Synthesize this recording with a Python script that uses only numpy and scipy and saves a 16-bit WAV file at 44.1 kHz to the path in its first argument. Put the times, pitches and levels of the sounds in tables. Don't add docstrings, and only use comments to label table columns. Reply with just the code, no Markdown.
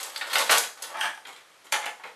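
import sys
import numpy as np
from scipy import signal
from scipy.fft import rfft, irfft
from scipy.io import wavfile
from scipy.ndimage import uniform_filter1d

SR = 44100
rng = np.random.default_rng(int(sys.argv[2]) if len(sys.argv) > 2 else 0)


def pcm_store(signal):
    levels = np.round(np.clip(np.atleast_2d(signal), -1, 1) * 32767)
    wavfile.write(sys.argv[1], SR, levels.astype(np.int16).T)


def voltage_ratio(decibels):
    exponent = np.asarray(decibels, float) / 20
    return 10 ** exponent


N = 94815

# start in seconds, middle level in dB, low level in dB, high level in dB, contact length in seconds.
CABLE_TICKS = [(.001, -11.5, -41, -32.5, 0.0024), (.013, -20, -50, -41, 0.0023),
               (.030, -19, -46, -23.5, 0.0061), (.045, -24, -40, -40, 0.0046),
               (.069, -21.5, -36, -46, .006), (.094, -30, -47, -40, 0.0048), (.160, -3, -37, -29, 0.0031),
               (.175, -42, -34.5, -29, 0.0044), (.2105, -10, -32, -44, 0.012),
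               (.298, -15, -41, -36.5, 0.025), (.3305, -4.5, -28, -23, 0.0073),
               (.3552, 2.5, -20, -21.5, 0.0038), (.338, -14, -33, -33, 0.0012),
               (.368, -8, -25, -38, 0.0055), (.383, -20, -26, -17, 0.0034), (.398, -15, -17, -30, 0.0042),
               (.410, -21, -42, -32, 0.004), (.494, 5.5, -12, -26.5, 0.0064), (.5105, -10, -23, -12, 0.004),
               (.5165, -9.5, -13.5, -16, 0.0042), (.5285, 5.5, -12, -17, .002),
               (.537, -10, -25.5, -19, 0.0025), (.549, -3.5, -30, -35, 0.0031),
               (.562, -27, -20.5, -37, 0.0042), (.5725, 0, -24, -21, 0.0043),
               (.5797, -32, -56, -10.5, 0.0045), (.634, -11.5, -57, -55, 0.0068),
               (.773, -24, -38.5, -43, 0.0043), (.822, -18.5, -36, -23, 0.0064),
               (.838, -15, -40, -38, 0.0072)]
CABLE_DRAGS = [(-.04, -24.5, -41, -35.5, 0.061), (0.047, -34.5, -50.5, -50, 0.18),
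               (.225, -28, -46, -49, 0.068), (0.271, -29, -41.5, -45, 0.023), (.315, -29, -38.5, -49, .015),
               (0.338, -15, -34.5, -31, 0.084), (0.442, -22, -42.5, -39.5, 0.059),
               (0.503, -6, -28.5, -20, 0.024), (0.538, -13, -27, -28, 0.022), (0.598, -33, -53, -70, 0.1),
               (.78, -38.5, -53.5, -54, 0.046), (0.851, -36, -45.5, -55, 0.083)]
HANDLE_TICKS = [
    (.948, -33, -31, -55, 0.0055),
    (.970, -34, -38, -37.5, 0.0025),
    (1.007, -17, -65, -27, 0.0042),
    (1.0115, -4.5, -32, -35, 0.0045),
    (1.031, -19, -26, -36, 0.0031),
    (1.040, -12.5, -19.5, -51, 0.0042),
    (1.056, -12, -35, -58, 0.0019),
    (1.148, -28.5, -73, -39, 0.0019),
    (1.175, -23, -37, -44, 0.0021),
]
HANDLE_DRAGS = [
    (0.944, -28, -38.5, -62, 0.049),
    (0.991, -37, -41.5, -45, 0.011),
    (1.018, -25, -38.5, -43.5, 0.0434),
    (1.069, -25.5, -47.5, -72, 0.024),
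]
PRY_TICKS = [
    (1.718, -37, -62, -39, 0.0067),
    (1.7225, -6, -20.5, -18.5, 0.0061),
    (1.743, -23, -29, -38, 0.0047),
    (1.762, -14.5, -23, -34, 0.0026),
    (1.8266, -18, -40, -52, 0.0013),
    (1.8578, -37, -42, -26.5, 0.0018),
    (1.861, -12, -27.5, -38, 0.0047),
    (1.877, -20, -40, -61, .003),
    (1.884, -34, -33, -55, 0.0033),
]
PRY_DRAGS = [
    (1.73, -11.5, -31.5, -43, 0.012),
    (1.806, -27, -43.5, -66, 0.041),
    (1.871, -31.5, -46, -70, 0.024),
]
TIP_TICKS = [(1.2509, -19, -39.5, -51, 0.006), (1.2695, -22.5, -40.5, -40, 0.0047),
             (1.3274, -28.5, -64, -46, 0.0064), (1.3623, -23, -49, -46, 0.0043),
             (1.514, -38, -63, -70, 0.0051), (1.6437, -38.5, -45, -49.5, 0.016),
             (1.667, -26.5, -55, -48, 0.0034), (1.997, -32, -38.5, -72, 0.0085),
             (2.0362, -19, -30, -50.5, 0.0064), (2.044, -28, -36, -60, 0.0033),
             (2.051, -28.5, -30, -55, 0.0063), (2.073, -26, -40.5, -55, 0.0033)]
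TIP_DRAGS = [
    (1.278, -35, -46, -53, 0.034),
    (1.37, -43.5, -63, -65, 0.049),
    (1.656, -63, -67, -72, 0.045),
    (2.06, -36, -50, -62, 0.03),
]

# frequency in Hz, width in Hz, level in dB.
CASING_MODES = [(217, 53, -19), (259, 17.7, -10), (610, 21, -25), (855, 45, 1), (1110, 36, -8.5),
                (1500, 100, 11), (1800, 44, 6.5), (2850, 140, -2), (3210, 130, -5.5), (4330, 500, -5.5),
                (6650, 220, 6), (8060, 280, 15), (10000, 120, 2), (11300, 380, -3)]
HANDLE_MODES = [(390, 8.8, -5), (503, 28, -27), (844, 98, -1), (1330, 31, 3), (1664, 74, 9), (2250, 40, 3),
                (3020, 140, -4), (3700, 35, -37), (4360, 43, -33), (5900, 210, -13), (8400, 130, -11.5),
                (9120, 170, -14)]
PANEL_MODES = [(542, 48, -2), (834, 36, 3), (1466, 28, 4), (1750, 77, 7), (2090, 60, 3), (3080, 71, -6),
               (3420, 180, -13), (4660, 200, -16), (6480, 130, -11), (7070, 370, -22), (9100, 170, -15),
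               (7400, 150, -28)]
TIP_MODES = [(332, 150, -17), (498, 64, 11), (854, 30, -9), (1470, 110, -2.5), (1910, 51, 3),
             (2150, 29, 11), (3220, 39, -4), (7660, 840, -6)]

CASING, HANDLE, PANEL, TIP = range(4)
RING_DB = (-5, 3, 3, -2)
BASS_HZ = (370, 607, 526, 508)
HIGH_HZ = (4690, 3500, 3570, 4200)
DIRECT_DB = (2.07, 0.2, 2.34, 1.5)

# frequency in Hz, time to fall by 60 dB in seconds.
ROOM_T60 = [(300, 0.36), (1000, 0.33), (3000, 0.24), (6000, 0.38), (12000, 0.31)]
# frequency in Hz, level in dB per Hz.
HUM = [(18, -54), (30, -26.5), (390, -5), (502, -2.5), (923, -4.5), (1250, 0.5), (1390, -2), (12000, -17),
       (12900, -18), (16800, -41), (22000, -120)]

LOW_HZ, MID_HZ, TOP_HZ = 1330, 2440, 12560
TICK_RISE_S, DRAG_RISE_S, LOW_LAG_S = .0006, .006, .0013
RELEASE = 0.38
CREST_DB = 16
LEAN = .18
SLIP_SPREAD_DB = 3.5
DRAG_DB, JUDDER_DB, JUDDER_PER_S = 4, 2.5, 150
WIDEN = 2
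TREBLE_RING_DB = -4
SOURCE_DB, MIC_HZ = -13.5, 181
ROOM_DB, ROOM_DULL_HZ, ROOM_BUILD_S = .8, 11200, .0015
HUM_DB = -56.5
CEILING, SHEEN_DB = 1.1, -34


def unit(x):
    return x / np.sqrt(np.mean(x ** 2))


def butter(x, hz, kind, order=2):
    return signal.sosfilt(signal.butter(order, hz, kind, fs=SR, output="sos"), x)


def ring(x, hz, width):
    r = np.exp(-np.pi * width / SR)
    poles = [1, -2 * r * np.cos(2 * np.pi * hz / SR), r * r]
    return np.sqrt((1 - r * r) / 2) * signal.lfilter([1, 0, -1], poles, x)


def walk(rate):
    hold = int(SR / rate)
    steps = np.repeat(rng.standard_normal(N), hold)[:N]
    return unit(uniform_filter1d(steps, hold))


def pressure(rows, rise):
    t = np.arange(N) / SR
    out = np.zeros((4, N))
    rises = rise + LOW_LAG_S * np.array([[1], [.5], [.5], [0]])
    for start, mid_db, low_db, high_db, length in rows:
        length = max(length, .001)
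        swell = np.clip((t - start + rise) / rises, 0, 1)
        after = np.clip(t - start - length, 0, None)
        shape = swell * np.exp(-after / (RELEASE * min(length, .01)))
        lean_db = LEAN * np.clip(low_db - high_db, -20, 20)
        body_db = mid_db - CREST_DB
        band_db = np.array([low_db, body_db + lean_db, body_db - lean_db, high_db])
        out += (voltage_ratio(band_db)[:, None] * shape) ** 2
    return out


def part(ticks, drags, modes, which):
    bass_hz, high_hz = BASS_HZ[which], HIGH_HZ[which]
    grain = voltage_ratio(SLIP_SPREAD_DB * np.minimum(rng.exponential(size=N), 4))
    judder = voltage_ratio(2 * (DRAG_DB + JUDDER_DB * walk(JUDDER_PER_S)))
    push = np.sqrt(pressure(ticks, TICK_RISE_S) + pressure(drags, DRAG_RISE_S) * judder)
    bands = [(bass_hz, LOW_HZ), (LOW_HZ, MID_HZ), (MID_HZ, high_hz), (high_hz, 15500)]
    out = 0
    for band_push, (lo, hi) in zip(push, bands):
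        slips = band_push * unit(grain * rng.standard_normal(N))
        lowest_mode = lo if lo >= LOW_HZ else 0
        inside = [m for m in modes if lowest_mode <= m[0] < hi]
        share = np.sqrt(sum(voltage_ratio(2 * db) * width for _, width, db in inside) + 1e-12)
        rings = 0
        for hz, width, db in inside:
            rings = rings + voltage_ratio(db) * np.sqrt(width) / share * ring(slips, hz, WIDEN * width)
        rattle = butter(slips, [lo, hi], "band", order=3) * np.sqrt(SR / 2 / (min(hi, TOP_HZ) - lo))
        ring_db = RING_DB[which] + TREBLE_RING_DB * (lo == high_hz)
        out = out + rattle + voltage_ratio(ring_db) * rings
    return out


def loose_cable():
    return part(CABLE_TICKS, CABLE_DRAGS, CASING_MODES, CASING)


def lifted_screwdriver():
    return part(HANDLE_TICKS, HANDLE_DRAGS, HANDLE_MODES, HANDLE)


def pried_panel():
    return part(PRY_TICKS, PRY_DRAGS, PANEL_MODES, PANEL)


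def searching_tip():
    return part(TIP_TICKS, TIP_DRAGS, TIP_MODES, TIP)


def kitchen(x):
    t = np.arange(SR // 2) / SR
    hz, t60 = np.array(ROOM_T60).T
    tail = 0
    for f in 180 * 2 ** np.arange(0, 6.6, .5):
        band = butter(rng.standard_normal(len(t)), [f / 2 ** 0.25, f * 2 ** 0.34], "band")
        tail = tail + band * voltage_ratio(-60 * t / np.interp(np.log(f), np.log(hz), t60))
    build = 1 - np.exp(-t / ROOM_BUILD_S)
    tail = butter(tail * build, ROOM_DULL_HZ, "low", order=1)
    return voltage_ratio(ROOM_DB) * signal.fftconvolve(x, tail / np.sqrt(np.sum(tail ** 2)))[:N]


def hum():
    f = np.fft.rfftfreq(N, 1 / SR) + 1
    hz, db = np.array(HUM).T
    colour = voltage_ratio(np.interp(np.log(f), np.log(hz), db))
    return voltage_ratio(HUM_DB) * unit(irfft(rfft(rng.standard_normal(N)) * colour, N))


def scene():
    parts = np.array([loose_cable(), lifted_screwdriver(), pried_panel(), searching_tip()])
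    parts = voltage_ratio(SOURCE_DB) * butter(parts, MIC_HZ, "high")
    direct = voltage_ratio(np.array(DIRECT_DB)) @ parts
    reflected = sum(kitchen(p) for p in parts)
    return (direct + reflected + hum())[None]


def band_limit(x):
    return signal.sosfilt(signal.butter(12, 15784, fs=SR, output="sos"), x)


def record(dry):
    soft = CEILING * np.tanh(dry / CEILING)
    steep = signal.ellip(10, .3, 60, TOP_HZ, fs=SR, output="sos")
    sheen = voltage_ratio(SHEEN_DB) * butter(soft, 11300, "high", order=8)
    mix = signal.sosfilt(steep, soft) + sheen
    return band_limit(mix)


dry = scene()
out = record(dry)
pcm_store(out)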